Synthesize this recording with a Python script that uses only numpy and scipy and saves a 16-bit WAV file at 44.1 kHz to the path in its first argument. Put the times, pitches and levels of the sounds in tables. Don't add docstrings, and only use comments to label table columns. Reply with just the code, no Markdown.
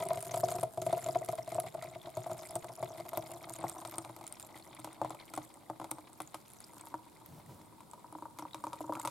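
import sys
import numpy as np
from scipy import signal
from scipy.fft import rfft, irfft
from scipy.io import wavfile
from scipy.ndimage import uniform_filter1d

SR = 44100
rng = np.random.default_rng(int(sys.argv[2]) if len(sys.argv) > 2 else 0)


def pcm_store(signal):
    levels = np.round(np.clip(np.atleast_2d(signal), -1, 1) * 32767)
    wavfile.write(sys.argv[1], SR, levels.astype(np.int16).T)


N = 401310
TOP_HZ = 16000
TIME_S = np.arange(N) / SR
AGE_S = np.arange(SR // 8) / SR

# [t/s, level/dB]
PATTER_LEVEL = [(0, -34), (.25, -47), (.57, -38), (.73, -56.5), (.9, -44), (1.12, -42.5), (1.42, -57.5),
                (1.66, -44.5), (1.95, -51), (2.35, -48.5), (3.7, -46.5), (4.3, -57.5), (5.15, -56.5),
                (5.62, -61), (5.9, -58), (6.55, -74), (6.78, -54.5), (7.05, -62), (8.45, -61), (9.1, -44.5)]
# [t/s, fizz level/dB]
FIZZ_LEVEL = [(0, -56), (.55, -50.5), (.73, -65.5), (.88, -56), (1.6, -61), (2.0, -69), (2.4, -58),
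              (2.95, -63.5), (3.55, -56.5), (3.9, -58), (4.15, -71), (4.42, -62.5), (5.0, -73.5),
              (5.45, -65.5), (5.7, -78), (6.25, -71), (6.82, -63), (7.0, -73.5), (8.35, -76), (9.1, -57.5)]
# [t/s, level/dB]
GURGLE_LEVEL = [(0, -40.5), (.55, -49.5), (.73, -67), (.9, -44), (1.3, -46.5), (2.0, -48.5), (2.4, -51),
                (3.6, -46), (4.2, -55), (4.55, -50), (4.97, -51), (5.2, -48), (5.65, -59.5), (5.85, -55),
                (6.8, -55.5), (7.101, -58.5), (8.298, -62.5), (9.1, -51)]
# [t/s, knock level/dB, hollow low ring level/dB, wet slap level/dB]
BLOBS = [(.0247, -29, -68, -36), (.1066, -25.5, -56, -58), (0.173, -31, -40, -38), (.226, -39, -53, -59),
         (.310, -36, -51, -38), (.3407, -27, -38, -32), (.3685, -27, -39.5, -42), (.4336, -20.5, -34, -43),
         (.485, -30.5, -59, -32.5), (.5154, -29.5, -61, -35), (.5634, -36.5, -58, -63),
         (.584, -31, -41, -40), (.630, -23, -39, -35.5), (.7745, -27, -38, -42.5),
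         (.8184, -31.5, -38, -35.5), (0.865, -24, -37, -35), (.8945, -31, -50, -42),
         (0.928, -21, -35.5, -36), (.9707, -30.5, -61, -45), (1.0625, -31.5, -63, -37),
         (1.0863, -27, -49, -35.5), (1.1563, -19, -36.5, -44), (1.217, -30.5, -67, -57),
         (1.2873, -26.5, -40.5, -33.5), (1.3296, -29, -55, -62), (1.3843, -31.5, -46, -59),
         (1.476, -33, -48, -43), (1.519, -31.5, -42, -39), (1.552, -30.5, -42, -45),
         (1.5821, -23.5, -40, -63), (1.747, -32, -59, -48), (1.824, -36, -65, -38),
         (1.9576, -37.5, -46, -68), (2.072, -39.5, -55, -54), (2.1699, -30, -36.5, -39),
         (2.2626, -31, -44, -49), (2.297, -34, -43, -52), (2.314, -32.5, -40, -40),
         (2.432, -42.5, -62, -44), (2.5568, -28.5, -36.5, -41), (2.644, -36, -45, -46),
         (2.827, -26.5, -37.5, -39.5), (3.000, -35.5, -43, -43), (3.132, -29.5, -57, -44),
         (3.1728, -27.5, -35.5, -40), (3.64, -24.5, -32.5, -47), (3.850, -34, -42, -35),
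         (3.939, -40, -60, -42), (3.981, -33.5, -37, -62), (4.048, -38.5, -66, -41), (4.096, -37, -42, -51),
         (4.164, -44, -50, -44.5), (4.211, -41.5, -48, -46), (4.240, -42, -51, -46), (4.555, -43, -47, -53),
         (4.794, -44, -44, -44.5), (4.8449, -33, -41, -35.5), (4.874, -35.5, -48, -54),
         (5.0156, -20.5, -32, -43.5), (5.047, -24.5, -35.5, -44.5), (5.105, -31.5, -39.5, -39.5),
         (5.147, -39.5, -54, -45), (5.337, -37, -42.5, -35), (5.376, -26, -34.5, -36.5),
         (5.699, -27.5, -36.5, -47.5), (5.7987, -33, -41, -45), (5.815, -32, -38.5, -49),
         (5.843, -33.5, -44, -41), (5.9145, -32, -37.5, -60), (5.984, -37.5, -48, -50),
         (6.2027, -29.5, -41, -36), (6.344, -31, -44, -35), (6.870, -42, -55, -45.5),
         (6.941, -27.5, -37, -48), (7.805, -46, -54, -51), (7.934, -40.5, -75, -48),
         (8.044, -41.5, -56, -68), (8.185, -42, -50, -53), (8.223, -35.5, -42, -56),
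         (8.255, -35.5, -62, -58), (8.387, -38, -47, -38), (8.393, -36, -44, -40.5), (8.452, -35, -63, -58),
         (8.5449, -32.5, -41, -38.5), (8.639, -28.5, -42, -40.5), (8.668, -31, -38, -44),
         (8.731, -33, -50, -38.5), (8.843, -39.5, -40, -63), (8.923, -28, -41, -47),
         (8.9533, -35, -46, -40.5), (8.997, -35, -62, -58), (9.050, -26.5, -40, -32.5),
         (9.074, -28, -47, -31)]
# [t/s, f/Hz]
KNOCK_PITCH = [(0, 683), (1.0, 660), (2.3, 767), (3.2, 770), (3.8, 880), (5.1, 793), (5.8, 844), (7, 990),
               (9.1, 1090)]
# [t/s, air f/Hz, base f/Hz, base re knock/dB, wall re knock/dB,
#                   worktop thump re air ring/dB, knock time constant/ms]
JUG_FILL = [(0, 378.7, 679, 2, -7, -0.5, 0.56), (1.7, 362, 675.6, 2, -25, 0, 0.41),
            (2.8, 355, 667, -1.5, -42, -4, 0.4), (3.6, 335, 682, -6, -56, -4.5, 0.45),
            (5, 323, 610, -16.5, -58, -10, 0.51), (6.4, 309, 571, -19, -18, -12, 0.4),
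            (6.9, 311, 590, -13, 1, -13.5, 0.34), (9.1, 309.4, 565, -11, 1, -10, 0.74)]
# [delay/ms, level/dB]
BOUNCES = [(3.1, -4.5), (5.7, -8), (9.2, -48), (12, -10)]
# [f/Hz, t60/s, level/dB]
WORKTOP_MODES = [(121, 0.23, -4), (127.6, .13, 16.5), (153.3, 0.12, 12)]
# [t/s, level/dB, f/Hz]
TICKS = [(0.0868, -29, 9700), (0.206, -33, 9900), (.2266, -29, 9900), (.318, -36, 6080), (0.361, -32, 7900),
         (0.522, -33, 8850), (.610, -32.5, 8700), (0.634, -29.5, 10700), (.817, -35.5, 6750),
         (.864, -35.5, 9900), (1.043, -31.5, 7250), (1.247, -33.5, 10800), (1.354, -35.5, 9500),
         (1.546, -32.5, 8260), (1.6004, -23.5, 10700), (2.152, -43, 6950), (2.017, -50.5, 3480),
         (2.509, -35, 10100), (2.555, -25.5, 8440), (3.091, -31, 12500), (3.1742, -23.5, 13300),
         (3.316, -36, 9600), (3.537, -31, 8940), (3.697, -30, 8800), (3.875, -36.5, 8700),
         (3.912, -35.5, 13300), (3.983, -24, 8800), (4.164, -45, 12200), (4.267, -35.5, 7450),
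         (4.277, -33, 9600), (4.325, -31.5, 8700), (4.398, -34.5, 9300), (4.427, -37.5, 7400),
         (4.448, -43, 7640), (4.4665, -43, 11700), (4.544, -50, 2080), (4.625, -49.5, 4300),
         (4.749, -39, 10500), (4.8, -40.5, 8700), (4.930, -41.5, 9100), (5.096, -43, 7600),
         (5.199, -47.5, 4250), (5.352, -38.5, 8050), (5.363, -35.5, 9400), (5.541, -43, 8340),
         (5.91, -30, 11800), (5.9137, -23.5, 8700), (6.131, -44, 8400), (6.2192, -34, 9800),
         (6.275, -42, 6950), (6.502, -45, 9700), (6.535, -40, 11100), (6.604, -37, 10000),
         (6.641, -43, 5050), (6.811, -37.5, 8300), (6.856, -43, 10900), (7.261, -38, 13000),
         (7.913, -42.5, 7950), (8.126, -43.5, 10600), (8.424, -48.5, 5650), (8.510, -52, 3600),
         (8.533, -42.5, 3900), (8.545, -43, 3800), (8.952, -44, 2450), (8.998, -31.5, 7900),
         (9.057, -30, 9000)]
# [t/s, rumble level/dB]
LIFT_LEVEL = [(7.25, -70), (7.285, -56.5), (7.39, -53.5), (7.44, -69), (7.5, -52), (7.6, -59), (7.7, -68),
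              (7.8, -66)]
# [t/s, level/dB, starting f/Hz]
GULPS = [(8.125, -46, 1140), (8.151, -40.5, 1106), (8.423, -40.5, 1150), (8.806, -35.5, 844),
         (8.895, -30, 793), (8.968, -37, 1310)]
# [f/Hz, level/dB per Hz]
QUIET_SPECTRUM = [(15, -44), (25, -16), (120, 5), (175, 2.5), (309, 4.5), (489, -3), (936, 0),
                  (1700, -17.5), (2110, -18.5), (2760, -21), (3920, -15.5), (6210, -22), (8360, -15),
                  (11600, -16.5), (16000, -26)]
# [f/Hz, level/dB per Hz]
FIZZ_SPECTRUM = [(600, -24.5), (1300, 4), (1700, 0.5), (2100, -12), (2800, -5), (3600, -5), (5000, -1.5),
                 (6400, -4), (7200, 7), (7700, -0.5), (8400, 5.5), (11000, 1), (12500, 5), (16000, -16.5)]
# [f/Hz, level/dB per Hz]
GURGLE_SPECTRUM = [(500, -7), (1200, -0.5), (1700, -11.5), (2100, -0.5), (2800, -12.5), (3600, -5.5),
                   (6000, -20), (16000, -32)]
# [f/Hz, level/dB per Hz]
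SLAP_SPECTRUM = [(700, -73), (1250, 19), (1750, -3), (2050, 9.5), (2400, 7.5), (2800, 1.5), (3600, 6.5),
                 (5500, 0.5), (8500, 5.5), (12500, 1.5), (16000, -21)]
# [f/Hz, level/dB per Hz]
RUMBLE_SPECTRUM = [(40, -24), (85, -2), (170, 0.5), (260, -8.5), (550, -12.5), (900, -18), (2000, -32)]


def undb(db):
    return 10 ** (np.asarray(db) / 20)


def curve(table, at_s):
    t_s, *columns = np.transpose(table)
    return [np.interp(at_s, t_s, column) for column in columns]


def add(track, t_s, sound):
    start = max(int(t_s * SR), 0)
    room_left = track[..., start:start + sound.shape[-1]]
    room_left += sound[..., :room_left.shape[-1]]


def peak(x):
    return x / np.abs(x).max()


def steady(x, size=SR // 5):
    power = uniform_filter1d(np.mean(np.atleast_2d(x) ** 2, axis=0), size)
    return x / np.sqrt(uniform_filter1d(power, size // 2) + 1e-12)


def colour(x, spectrum):
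    size = 4096
    hz, db = np.transpose(spectrum)
    bin_hz = np.arange(size // 2 + 1) * SR / size
    log_gain = np.log(undb(np.interp(np.log(bin_hz + 1), np.log(hz), db)))
    cepstrum = irfft(log_gain)
    cepstrum[1:size // 2] *= 2
    cepstrum[size // 2 + 1:] = 0
    response = irfft(np.exp(rfft(cepstrum)))
    response /= np.linalg.norm(response)
    return signal.fftconvolve(np.atleast_2d(x), response[None], axes=1)[:, :N]


def mode(hz, t60_s, age_s=AGE_S):
    return np.sin(2 * np.pi * hz * age_s) * np.exp(-np.log(1000) * age_s / t60_s)


def pan(x, left_over_right_db):
    return x * undb(np.array([[left_over_right_db], [-left_over_right_db]]) / 2)


def wide_noise(size, side_db):
    mid, side = rng.standard_normal((2, size))
    return mid + undb(side_db) * side * np.array([[1], [-1]])


def quiet(level_db=-62.5):
    return colour(wide_noise(N, -1.9), QUIET_SPECTRUM) * undb(level_db)


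def knock_pitch(t_s, stray):
    return curve(KNOCK_PITCH, t_s)[0] * np.exp(stray)


def plop(t_s, knock_hz, low_db, base_t60_s=0.067, air_t60_s=0.14, split=0.043, air_trim_db=-5.0,
         scatter=0.022, base_lag_s=0.0014, thump_rise_s=0.011, wall_hz=950,
         flex_hz=449.3, flex_t60_s=0.28, flex_db=-27):
    air_hz, base_hz, base_db, wall_db, thump_db, knock_ms = curve(JUG_FILL, t_s)
    base_detune, air_detune, board_detune, wall_detune = 1 + scatter * rng.standard_normal(4)

    push = AGE_S * 1000 / knock_ms
    direct = peak(push ** 2 * np.exp(-push) * np.sin(2 * np.pi * knock_hz * AGE_S))
    knock = direct.copy()
    for (delay_ms, db), stray in zip(BOUNCES, rng.standard_normal(len(BOUNCES))):
        add(knock, (delay_ms + 0.37 * stray) / 1000, undb(db) * direct)

    base_hz = base_hz * base_detune
    base = peak(mode(base_hz * (1 - split), base_t60_s) - mode(base_hz * (1 + split), base_t60_s))
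    flex = undb(flex_db) * mode(flex_hz, flex_t60_s)
    add(knock, base_lag_s, undb(base_db) * (base + flex))

    swell = 1 - np.exp(-AGE_S / 0.00094)
    wall = peak(swell * mode(wall_hz * wall_detune, 0.045))
    air = peak(swell * mode(air_hz * air_detune, air_t60_s))
    board = sum(undb(db) * mode(hz * board_detune, t60_s) for hz, t60_s, db in WORKTOP_MODES)
    thump = peak((1 - np.exp(-(AGE_S / thump_rise_s) ** 2)) * board)

    hollow = air + undb(thump_db) * thump
    return peak(knock + undb(wall_db) * wall) + undb(low_db + air_trim_db) * hollow


def patter(level_db, count=800, pitch_spread=0.075, low_db=-7, trim_db=-2, least_db=-15):
    out = np.zeros(N)
    for (when, size), pitch in zip(rng.random((count, 2)), rng.standard_normal(count)):
        t_s = when * N / SR
        knock_hz = np.clip(knock_pitch(t_s, pitch_spread * pitch), 500, 1150)
        add(out, t_s, undb(least_db * size) * plop(t_s, knock_hz, low_db))
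    return pan(steady(out) * undb(level_db + trim_db), 1.24)


def crackle(count, spread_db, energy_fade_s, bunch_db, side_db):
    energy, hold = np.zeros(N), SR // 60
    sizes = undb(spread_db * np.minimum(rng.exponential(size=count), 4))
    np.add.at(energy, rng.integers(0, N, count), sizes ** 2)
    fade = np.exp(-1 / (energy_fade_s * SR))
    envelope = np.sqrt(signal.lfilter([1], np.poly([fade, fade]), energy).clip(0))
    held = np.repeat(rng.standard_normal(N // hold + 1), hold)
    bunches = uniform_filter1d(held, hold // 2)[:N]
    return envelope * undb(bunch_db * bunches) * wide_noise(N, side_db)


def fizz(fizz_db, gurgle_db, gurgle_trim_db=-13.0):
    fine = crackle(count=3600, spread_db=5, energy_fade_s=0.0004, bunch_db=5, side_db=-7)
    coarse = crackle(count=2600, spread_db=6.5, energy_fade_s=0.0016, bunch_db=4, side_db=-8)
    fine = steady(colour(fine, FIZZ_SPECTRUM)) * undb(fizz_db)
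    coarse = steady(colour(coarse, GURGLE_SPECTRUM)) * undb(gurgle_db + gurgle_trim_db)
    return fine + pan(coarse, 2.0)


def bubble(hz, cycles, crack, sag_per_s=9, crack_s=0.00099, lag_s=0.000009):
    age_s = AGE_S[:SR // 50]
    lag = lag_s * (1 + rng.standard_normal()) * np.array([[1], [0]])
    ring = mode(hz * np.exp(-sag_per_s * age_s / 2), cycles / hz, age_s + lag)
    burst = wide_noise(len(age_s), -2.4) * np.exp(-age_s / crack_s)
    return (ring + crack * burst) * (1 - np.exp(-age_s / 0.0001))


def blips(fizz_db, gurgle_db, count=900, lowest_hz=1900, highest_hz=12000, spread_db=3.5,
          top_cycles=52, crack=0.14, trim_db=-3, large_trim_db=-16.5):
    small, large = np.zeros((2, 2, N))
    for (when, height, place), size in zip(rng.random((count, 3)), rng.exponential(size=count)):
        hz = lowest_hz * (highest_hz / lowest_hz) ** height
        ring = bubble(hz, top_cycles * np.sqrt(hz / highest_hz), crack)
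        ring = pan(undb(spread_db * min(size, 3)) * ring, 8 * (place - 0.5))
        add(small if height > 0.5 else large, when * N / SR, ring)
    small = colour(small, FIZZ_SPECTRUM)
    large = colour(large, GURGLE_SPECTRUM)
    small *= undb(fizz_db + trim_db) / np.std(small)
    large *= undb(gurgle_db + large_trim_db + trim_db) / np.std(large)
    return small + large


def small_ticks(fizz_db, count=45, centre_hz=8800, pitch_spread=0.17, over_fizz_db=16, spread_db=3,
                cycles=55, crack=0.097):
    out = np.zeros((2, N))
    for when, (pitch, size, place) in zip(rng.integers(0, N, count), rng.standard_normal((count, 3))):
        hz = min(centre_hz * np.exp(pitch_spread * pitch), TOP_HZ)
        gain = undb(fizz_db[when] + over_fizz_db + spread_db * size)
        add(out, when / SR, pan(gain * bubble(hz, cycles, crack), 2 * place))
    return out


def blobs(pitch_scatter=0.019, knock_trim_db=1, slap_trim_db=-3, slap_s=0.0023,
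          spray_db=-17, spray_s=0.026):
    body, wet = np.zeros(N), np.zeros((2, N))
    decay = np.exp(-AGE_S / slap_s) + undb(spray_db) * np.exp(-AGE_S / spray_s)
    splash = decay * (1 - np.exp(-AGE_S / 0.00017))
    for t_s, db, low_db, wet_db in BLOBS:
        hz = knock_pitch(t_s, pitch_scatter * rng.standard_normal())
        add(body, t_s, undb(db + knock_trim_db) * plop(t_s, hz, low_db - db))
        add(wet, t_s, undb(wet_db + slap_trim_db) * splash * wide_noise(len(AGE_S), -10))
    return pan(body, 1.7) + pan(colour(wet, SLAP_SPECTRUM), 1.2)


def ticks(trim_db=4, cycles=55, crack=0.18, spatter_db=-14, spatter_s=0.004, lead_s=0.001):
    out, spatter = np.zeros((2, 2, N))
    wrap = np.exp(-AGE_S / spatter_s) * (1 - np.exp(-AGE_S / lead_s))
    for t_s, db, hz in TICKS:
        ring = undb(db + trim_db) * bubble(hz, cycles, crack)
        add(out, t_s, pan(ring, 2 * rng.standard_normal()))
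        add(spatter, t_s - lead_s, undb(db + spatter_db) * wrap * wide_noise(len(AGE_S), -46))
    return out + colour(spatter, SLAP_SPECTRUM)


def lift():
    return colour(wide_noise(N, -27), RUMBLE_SPECTRUM) * undb(curve(LIFT_LEVEL, TIME_S)[0])


def gulps(fall_s=0.0086, swell_s=0.0027, hollow_db=-8, air_t60_s=0.21, knock_db=-1):
    out = np.zeros(N)
    for t_s, db, start_hz in GULPS:
        air_hz = curve(JUG_FILL, t_s)[0]
        hz = air_hz + (start_hz - air_hz) * np.exp(-AGE_S / fall_s)
        phase = 2 * np.pi * np.cumsum(hz) / SR
        slide = peak(AGE_S * np.exp(-AGE_S / swell_s) * np.sin(phase))
        hollow = peak((1 - np.exp(-AGE_S / swell_s)) * mode(air_hz, air_t60_s))
        knock = plop(t_s, start_hz, hollow_db)
        add(out, t_s, undb(db) * (slide + undb(hollow_db) * hollow + undb(knock_db) * knock))
    return pan(out, 1.9)


def kitchen(x, t60_s=0.38, low_db=-15, high_db=-17, corner_hz=1500):
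    age_s = np.arange(SR // 3) / SR
    envelope = np.exp(-np.log(1000) * age_s / t60_s) * (1 - np.exp(-age_s / 0.00078))
    tail = rng.standard_normal((2, len(age_s))) * envelope
    tail /= np.linalg.norm(tail, axis=1, keepdims=True)
    low = signal.sosfilt(signal.butter(1, corner_hz, fs=SR, output="sos"), tail)
    response = undb(low_db) * low + undb(high_db) * (tail - low)
    return signal.fftconvolve(x, response, axes=1)[:, :N]


def scene():
    patter_db = curve(PATTER_LEVEL, TIME_S)[0]
    fizz_db = curve(FIZZ_LEVEL, TIME_S)[0]
    gurgle_db = curve(GURGLE_LEVEL, TIME_S)[0]
    bubbles = fizz(fizz_db, gurgle_db) + blips(fizz_db, gurgle_db) + small_ticks(fizz_db) + ticks()
    pour = patter(patter_db) + bubbles + blobs() + lift() + gulps()
    return pour + kitchen(pour) + quiet()


def record(dry):
    return signal.sosfilt(signal.ellip(8, 0.2, 70, TOP_HZ, fs=SR, output="sos"), dry)


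dry = scene()
out = record(dry)
pcm_store(out)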